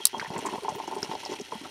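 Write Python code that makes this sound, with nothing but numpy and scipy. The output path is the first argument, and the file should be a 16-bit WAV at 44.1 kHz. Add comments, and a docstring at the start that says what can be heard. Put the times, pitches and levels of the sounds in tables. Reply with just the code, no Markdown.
"""Battery toy train on plastic track over carpet, microphone riding on it.
Motor and gears whir throughout; rubbing axles briefly squeak and groan.
A hard plastic snap comes near the start. Then the wheels knock and rattle the hollow body,
the track thumps on the carpet and loose parts click. A faint low drone lies underneath."""
import sys
import numpy as np
from scipy import signal
from scipy.fft import rfft, irfft, next_fast_len
from scipy.io import wavfile
from scipy.ndimage import map_coordinates

SR = 44100
rng = np.random.default_rng(int(sys.argv[2]) if len(sys.argv) > 2 else 0)


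def master(y):
    """Save y as 16-bit WAV."""
    cut = np.clip(np.atleast_2d(y).T, -1, 1)
    pcm = np.round(cut * 32767)  # scale
    wavfile.write(sys.argv[1], SR, pcm.astype(np.int16))


N = 74970
T = np.arange(N) / SR
EVENT_T = T[:SR // 10]


def amp(db):
    return 10 ** (np.asarray(db) / 20)


def unit_rms(x):
    return x / np.sqrt(np.mean(x ** 2) + 1e-20)


def curve(rows):
    """One value per sample from (time_s, value) rows."""
    return np.interp(T, *np.transpose(rows))


def wobble(knots_per_s):
    """Smooth random curve."""
    return map_coordinates(rng.standard_normal(int(N * knots_per_s / SR) + 4), [T * knots_per_s])


def filtered(x, response):
    """FFT filter with gain response(hz)."""
    size = next_fast_len(len(x) + 8192)
    return irfft(rfft(x, size) * response(np.fft.rfftfreq(size, 1 / SR)), size)[:len(x)]


def coloured(x, colour):
    """x shaped by (freq_hz, gain_db) rows, at rms 1."""
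    freq_hz, gain_db = np.transpose(colour)
    return unit_rms(filtered(x, lambda hz: amp(np.interp(np.log(hz + 1), np.log(freq_hz + 1), gain_db))))


def noise(colour, samples=N):
    return coloured(rng.standard_normal(samples), colour)


def resonance(hz, centre_hz, half_width_hz):
    return 1 / (1 + ((hz - centre_hz) / half_width_hz) ** 2)


def add(track, start_s, sound):
    part = track[max(round(start_s * SR), 0):][:len(sound)]
    part += sound[:len(part)]


def swell(rise_s):
    """Reaches 1 at rise_s, then decays."""
    return EVENT_T / rise_s * np.exp(1 - EVENT_T / rise_s)


def decay(t60_s):
    return np.exp(-np.log(1000) * EVENT_T / t60_s)


def ping(pitch_hz, rise_s, phase_cycles=0):
    """One damped mode."""
    return swell(rise_s) * np.sin(2 * np.pi * (pitch_hz * EVENT_T + phase_cycles))


def ring(modes, pitch_hz, scatter_db=2.5, detune=0.025):
    """One blow on damped modes, each scattered in level and pitch."""
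    out = np.zeros(len(EVENT_T))
    for ratio, level_db, rise_s in modes:
        gain = amp(level_db + scatter_db * rng.standard_normal())
        mode_hz = pitch_hz * ratio * (1 + detune * rng.standard_normal())
        out += gain * ping(mode_hz, rise_s)
    return out


def bursts(rate_hz, jitter, scatter_db, t60_s):
    """Train of tiny noise bursts, uneven in size and spacing."""
    timing, size = rng.standard_normal((1024, 2)).T
    onsets = np.round((np.arange(len(timing)) + jitter * timing) / rate_hz * SR).astype(int)
    inside = (onsets >= 0) & (onsets < N)
    hits = np.bincount(onsets[inside], amp(scatter_db * np.clip(size[inside], -2, 2)), N)
    return signal.fftconvolve(hits, decay(t60_s))[:N] * rng.standard_normal(N)


def drone(level_db=-60):
    """Faint, steady low noise."""
    colour = [(25, -16), (80, 14), (250, -29), (400, 13), (550, -16.5), (900, 1), (1500, -43),
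              (4000, -26.5)]  # drone spectrum: freq_hz, gain_db
    return amp(level_db) * noise(colour)


def motor(shaft_hz=117.5, pulse_depth=0.24, whir_db=-1.52, gear_db=-11.5, whine_db=-11.5):
    """Whir pulsing with the shaft, gear teeth ticking in uneven clumps, and a thin whine."""
    envelope = [(0, -43.5), (.1, -48.5), (.2, -47.5), (.35, -46.5), (.55, -45), (.75, -47), (.95, -47),
                (1.2, -45.5), (1.45, -47), (1.7, -45.5)]  # overall motor gain: time_s, gain_db
    whir_colour = [(600, -13), (1000, -4), (1180, -31), (1350, 1), (1600, -6), (1950, 3), (2450, 0.5),
                   (2640, 4.5), (2750, 1.5), (2890, 7), (3060, -0.5), (3230, 3.5), (3600, -2.5),
                   (4350, 0.5), (4720, -9), (5450, -1.5), (6100, -3.5), (6500, -10.5), (7000, -8.5),
                   (7800, -21.5), (9000, -14), (10800, -17.5), (11300, -15.5), (13000, -25), (15000, -37),
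                   (16000, -45)]  # whir spectrum: freq_hz, gain_db
    gear_colour = [(1000, 6.5), (3000, -5.5), (4700, 2), (5600, -1.5), (7500, -1.5), (9000, 5),
                   (10100, 0.5), (10800, -11.5), (13500, -8), (15000, -24), (16000, -37)]  # tooth tick spectrum: freq_hz, gain_db
    turns = np.cumsum(shaft_hz * (1 + 0.027 * wobble(12))) / SR
    whir = noise(whir_colour) * (1 + pulse_depth * np.sin(2 * np.pi * turns))
    gears = coloured(bursts(rate_hz=440, jitter=0.25, scatter_db=3.5, t60_s=0.005), gear_colour)
    whine = filtered(rng.standard_normal(N), lambda hz: resonance(hz, centre_hz=3220, half_width_hz=63))
    whir *= amp(whir_db + 2.5 * wobble(90))
    gears *= amp(gear_db + 5 * wobble(140))
    return amp(curve(envelope)) * (whir + gears + amp(whine_db) * unit_rms(whine))


def axles(jitter=0.019, flutter_db=3.5, knots_per_s=260):
    """Rubbing axles: each stroke an unsteady gliding tone that swells and fades."""
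    # high and low strokes: start_s, length_s, level_db, start_hz, end_hz
    squeaks = [(.002, 0.048, -43, 3250, 3150), (0.127, 0.053, -38.5, 3170, 3280),
               (.21, 0.047, -49, 3300, 3126)]
    groans = [(0, 0.015, -41, 395, 374), (0.617, 0.038, -34, 480, 331), (0.745, 0.051, -35, 329, 486)]
    out = np.zeros(N)
    for start_s, length_s, level_db, start_hz, end_hz in squeaks + groans:
        progress = np.clip((T - start_s) / length_s, 0, 1)
        pitch_hz = (start_hz + (end_hz - start_hz) * progress) * (1 + jitter * wobble(knots_per_s))
        envelope = amp(level_db + flutter_db * wobble(knots_per_s)) * np.sin(np.pi * progress)
        out += envelope * np.sin(2 * np.pi * np.cumsum(pitch_hz) / SR)
    return out


def rattle(gain_db=-2):
    """Loose parts rattling between the wheel knocks."""
    envelope = [(0, -39.5), (.06, -56), (.11, -89), (.14, -36.5), (.25, -40.5), (.28, -51), (.34, -37),
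                (.42, -38.5), (.47, -38), (.56, -37.5), (.605, -50), (.66, -41.5), (.75, -40), (.82, -44),
                (.93, -39), (1.15, -41.5), (1.2, -50.5), (1.32, -37.5), (1.47, -57.5), (1.54, -39.5),
                (1.59, -56), (1.65, -41), (1.7, -51)]  # rattle strength: time_s, level_db
    colour = [(30, -35), (80, -19), (160, -5.5), (280, 3.5), (410, 3.5), (500, -1.5), (600, -0.5),
              (750, -4), (810, 9.5), (885, 5.5), (1060, -6.5), (1180, -11), (1370, -9), (2000, -19.5),
              (4000, -50)]  # rattle spectrum: freq_hz, gain_db
    impacts = bursts(rate_hz=320, jitter=1, scatter_db=5.5, t60_s=0.017)
    return amp(curve(envelope) + gain_db) * coloured(impacts, colour)


def hollow_body(hz):
    """Complex response of the hollow plastic body."""
    # resonances and the gaps between them: centre_hz, width_hz, gain_db
    peaks = [(412, 70, 2), (585, 50, 3), (757, 45, 4), (877, 35, 5), (1060, 60, 2)]
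    dips = [(498, 162, -6), (828.5, 83, -19.5), (1165, 49, -51)]
    response = 1
    for centre_hz, width_hz, gain_db in peaks + dips:
        damping = 1j * hz * width_hz
        response *= 1 + (amp(gain_db) - 1) * damping / (centre_hz ** 2 - hz ** 2 + damping)
    return response


def snap(crack_db=-8, tail_db=-22):
    """Hard plastic snap: bright crack, short modes, faint duller tail."""
    hits = [(0.0534, 0.5, 0.87), (0.0692, -10.5, 0.28)]  # snap and rebound: start_s, level_db, stretch
    modes = [(2810, -45.5, 0.0081), (3930, -28, 0.001), (4360, -17.5, .0011), (5390, -15.5, 0.0015),
             (7470, -11.5, 0.0007), (8370, -6.5, 0.00092), (9630, -15, .0009), (10690, -8, .0007),
             (11150, -9, 0.00063)]  # plastic modes: pitch_hz, mode_db, rise_s
    crack_colour = [(150, -19), (1000, -16), (2300, -19), (2900, -18), (3800, 2.5), (6500, -3),
                    (9000, -2.5), (11000, 6), (12200, -1), (14200, 0), (15500, -16), (16500, -24)]  # crack spectrum: freq_hz, gain_db
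    tail_colour = [(150, -32), (1000, -1.5), (2200, -19), (2900, -7), (4400, 8.5), (6000, 2), (7200, -12),
                   (8700, 4), (10000, 1), (11300, -5), (12500, -1), (15500, -9), (16500, -28)]  # tail spectrum: freq_hz, gain_db
    out = np.zeros(N)
    for start_s, level_db, stretch in hits:
        crack = amp(crack_db) * swell(rise_s=stretch * 0.0012) * noise(crack_colour, len(EVENT_T))
        tail = amp(tail_db) * decay(t60_s=0.061) * noise(tail_colour, len(EVENT_T))
        ringing = sum(amp(mode_db) * ping(pitch_hz, stretch * rise_s, rng.random())
                      for pitch_hz, mode_db, rise_s in modes)
        add(out, start_s, amp(level_db) * (crack + ringing + tail))
    return out


def wheel_knocks():
    """Each wheel knock rings shell and chassis."""
    knocks = [(.131, -32.5, 850, -35.5, 377), (.1455, -20, 908, -40, 510), (.1824, -27.5, 940, -41, 407),
              (0.2126, -42, 1040, -36, 395), (0.2257, -23.5, 944, -39, 457), (0.2461, -26, 975, -39.5, 444),
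              (.2675, -29, 950, -59, 342), (0.3027, -24.5, 875, -41, 387), (0.3162, -27, 850, -34, 403),
              (.333, -26.5, 840, -41, 384), (.3419, -28.5, 830, -41, 380), (0.352, -31, 870, -27, 340),
              (.362, -17.5, 931, -34, 427), (.3795, -31, 806, -32, 474), (0.3893, -23, 940, -42, 307),
              (0.4242, -32, 736, -36, 420), (0.4533, -21, 940, -31.5, 380), (0.4579, -36, 946, -30.5, 385),
              (.462, -22.5, 1006, -51, 403), (0.4676, -26, 996, -32, 320), (0.487, -22.5, 953, -34.5, 312),
              (.517, -36, 980, -37.5, 370), (.535, -23, 954, -28.5, 365), (0.546, -24.5, 776, -31, 426),
              (0.5564, -28.5, 934, -47, 396), (.578, -26, 976, -38, 498), (0.582, -27.5, 950, -38, 462),
              (.627, -33.5, 1010, -30, 411), (0.6479, -26, 880, -37, 384), (.656, -24, 877, -38, 384),
              (.682, -12, 916, -31.5, 417), (.6893, -19, 862, -52, 466), (0.6994, -27, 880, -41, 526),
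              (0.7206, -37, 680, -38, 570), (0.7496, -28, 913, -37.5, 318), (0.7844, -24.5, 940, -44, 430),
              (0.8002, -20, 903, -52, 514), (.809, -32.5, 786, -60, 557), (0.8376, -30.5, 870, -46, 280),
              (0.8775, -20.5, 857, -31, 337), (0.9124, -22, 890, -38, 415), (0.9249, -24, 863, -37, 371),
              (0.9344, -27.5, 915, -33, 374), (0.964, -27, 880, -33.5, 383), (0.9813, -32, 902, -43, 357),
              (1.027, -32.5, 814, -28, 394), (1.092, -34.5, 870, -30.5, 335),
              (1.1135, -22, 910, -32.5, 376), (1.1226, -28, 810, -54, 365), (1.1352, -34, 890, -32.5, 450),
              (1.1517, -24.5, 787, -40, 441), (1.161, -43, 830, -41, 402), (1.232, -33.5, 930, -38.5, 400),
              (1.2602, -23.5, 790, -36.5, 588), (1.292, -54, 940, -27, 343), (1.3142, -39, 900, -26.5, 384),
              (1.319, -30.5, 900, -50, 435), (1.326, -29, 884, -36.5, 417), (1.338, -33, 902, -36.5, 490),
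              (1.398, -35, 670, -33.5, 404), (1.411, -44, 870, -40, 350), (1.521, -22.5, 965, -39, 460),
              (1.529, -34, 1000, -38, 429), (1.552, -34.5, 957, -54, 358), (1.612, -35.5, 970, -33.5, 271),
              (1.653, -34, 783, -44, 343)]  # wheel blows: start_s, shell_db, shell_hz, chassis_db, chassis_hz
    # struck modes: pitch_ratio, level_db, rise_s
    shell_modes = [(1, -2, 0.0015), (1.14, -21.5, 0.0065)]
    chassis_modes = [(1.049, 0.5, 0.0034), (1.52, -13, 0.0049), (0.714, -13.5, 0.0063)]
    out = np.zeros(N)
    for start_s, shell_db, shell_hz, chassis_db, chassis_hz in knocks:
        shell = amp(shell_db) * ring(shell_modes, shell_hz)
        chassis = amp(chassis_db) * ring(chassis_modes, chassis_hz)
        add(out, start_s, rng.choice([-1, 1]) * (shell + chassis))
    return out


def track_bumps():
    """Track thumping dully on the carpet."""
    bumps = [(0.1435, -44, 170, .002), (0.1817, -39, 197, 0.0021), (.2122, -38, 160, 0.0025),
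             (.276, -41.5, 155, 0.0057), (0.3031, -27.5, 185, 0.0019), (0.3619, -28.5, 188, 0.0031),
             (0.379, -36.5, 130, 0.0022), (0.3891, -32, 234, 0.0013), (.538, -31.5, 266, 0.0033),
             (0.554, -40, 170, 0.0013), (.58, -35, 200, 0.0015), (0.6987, -36.5, 188, 0.0014),
             (0.7213, -35.5, 146, .0025), (.7492, -39, 128, 0.0029), (0.9807, -36.5, 240, 0.0013),
             (1.029, -28, 191, 0.0012), (1.091, -32, 173, 0.0024), (1.114, -48, 190, 0.0026),
             (1.159, -42, 130, 0.0012), (1.335, -35, 206, 0.001), (1.413, -32.5, 247, 0.0026),
             (1.551, -34.5, 217, 0.005), (1.654, -42, 170, 0.0023)]  # thumps: start_s, level_db, pitch_hz, rise_s
    out = np.zeros(N)
    for start_s, level_db, pitch_hz, rise_s in bumps:
        add(out, start_s, amp(level_db) * ping(pitch_hz, rise_s))
    return out


def clicks(scrape_db=-3, skirt_db=-31, half_width_ratio=0.23):
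    """Loose plastic parts click and scrape: a short ring inside a broad noise band."""
    contacts = [(.1818, -35.5, 5270, 0.00058, -8), (0.1965, -21.5, 1840, 0.0008, -10),
                (0.196, -34.5, 4880, 0.0033, -15), (.203, -31, 2150, 0.0014, -3),
                (.2128, -30.5, 1590, 0.0025, 1), (.246, -38, 1890, 0.0021, -8),
                (.258, -36.5, 1910, 0.0035, 5.5), (0.304, -38, 5100, 0.00095, -9),
                (0.3612, -35.5, 1920, 0.0041, -4), (0.3794, -37, 7620, 0.0013, 1.5),
                (0.388, -38, 7400, 0.0026, -3), (.457, -37, 2050, 0.0078, -1),
                (0.4577, -32, 7230, 0.005, -11), (0.6887, -40.5, 6200, 0.004, -6),
                (0.7485, -39, 7000, 0.00079, -17), (.753, -49.5, 14000, 0.0064, -12),
                (.874, -40, 5950, 0.0031, -1), (0.9836, -40.5, 5150, 0.0023, -11),
                (1.0292, -26, 5370, 0.0011, 5), (1.028, -37.5, 1500, 0.0014, 1),
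                (1.036, -41, 5600, 0.0042, 1), (1.047, -39, 5400, 0.0016, 1),
                (1.133, -37.5, 5020, 0.00079, 0), (1.15, -37.5, 4300, 0.0018, -14),
                (1.2507, -33.5, 5350, 0.0013, 6), (1.2578, -35, 4700, 0.0031, -13),
                (1.3135, -37, 5800, 0.00067, -7), (1.321, -42.5, 6030, .003, 4),
                (1.338, -40, 5000, 0.0023, -7), (1.397, -39, 5620, 0.00061, 1.5),
                (1.41, -37.5, 5740, 0.0027, -6), (1.648, -38.5, 1290, 0.0039, 3.5)]  # part contacts: start_s, level_db, centre_hz, rise_s, ring_db
    out = np.zeros(N)
    for start_s, level_db, centre_hz, rise_s, ring_db in contacts:
        def band(hz):
            skirt = amp(skirt_db) * resonance(hz, 0, 2 * centre_hz)
            return resonance(hz, centre_hz, half_width_ratio * centre_hz) + skirt
        hiss = unit_rms(filtered(rng.standard_normal(len(EVENT_T)), band))
        scrape = amp(scrape_db) * swell(rise_s) * hiss
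        tick = amp(ring_db) * ping(centre_hz, rise_s=0.00086)
        add(out, start_s, amp(level_db) * (scrape + tick))
    return out


def scene(impact_db=-0.5):
    """Mono mix; knocks, bumps and rattle pass through the hollow body."""
    mix = drone() + snap()
    impacts = amp(impact_db) * (wheel_knocks() + track_bumps())
    mix += filtered(impacts + rattle(), hollow_body)
    return (mix + clicks() + axles() + motor())[None]


def record(dry, low_cut_hz=100, ceiling=1.17, top_hz=15900):
    """Bass cut, soft clip, band limit."""
    thinned = signal.sosfilt(signal.butter(2, low_cut_hz, "high", fs=SR, output="sos"), dry[0])
    rounded = thinned / (1 + (thinned / ceiling) ** 4) ** (1 / 4)
    return signal.sosfilt(signal.butter(24, top_hz, fs=SR, output="sos"), rounded)[None]


dry = scene()
out = record(dry)
master(out)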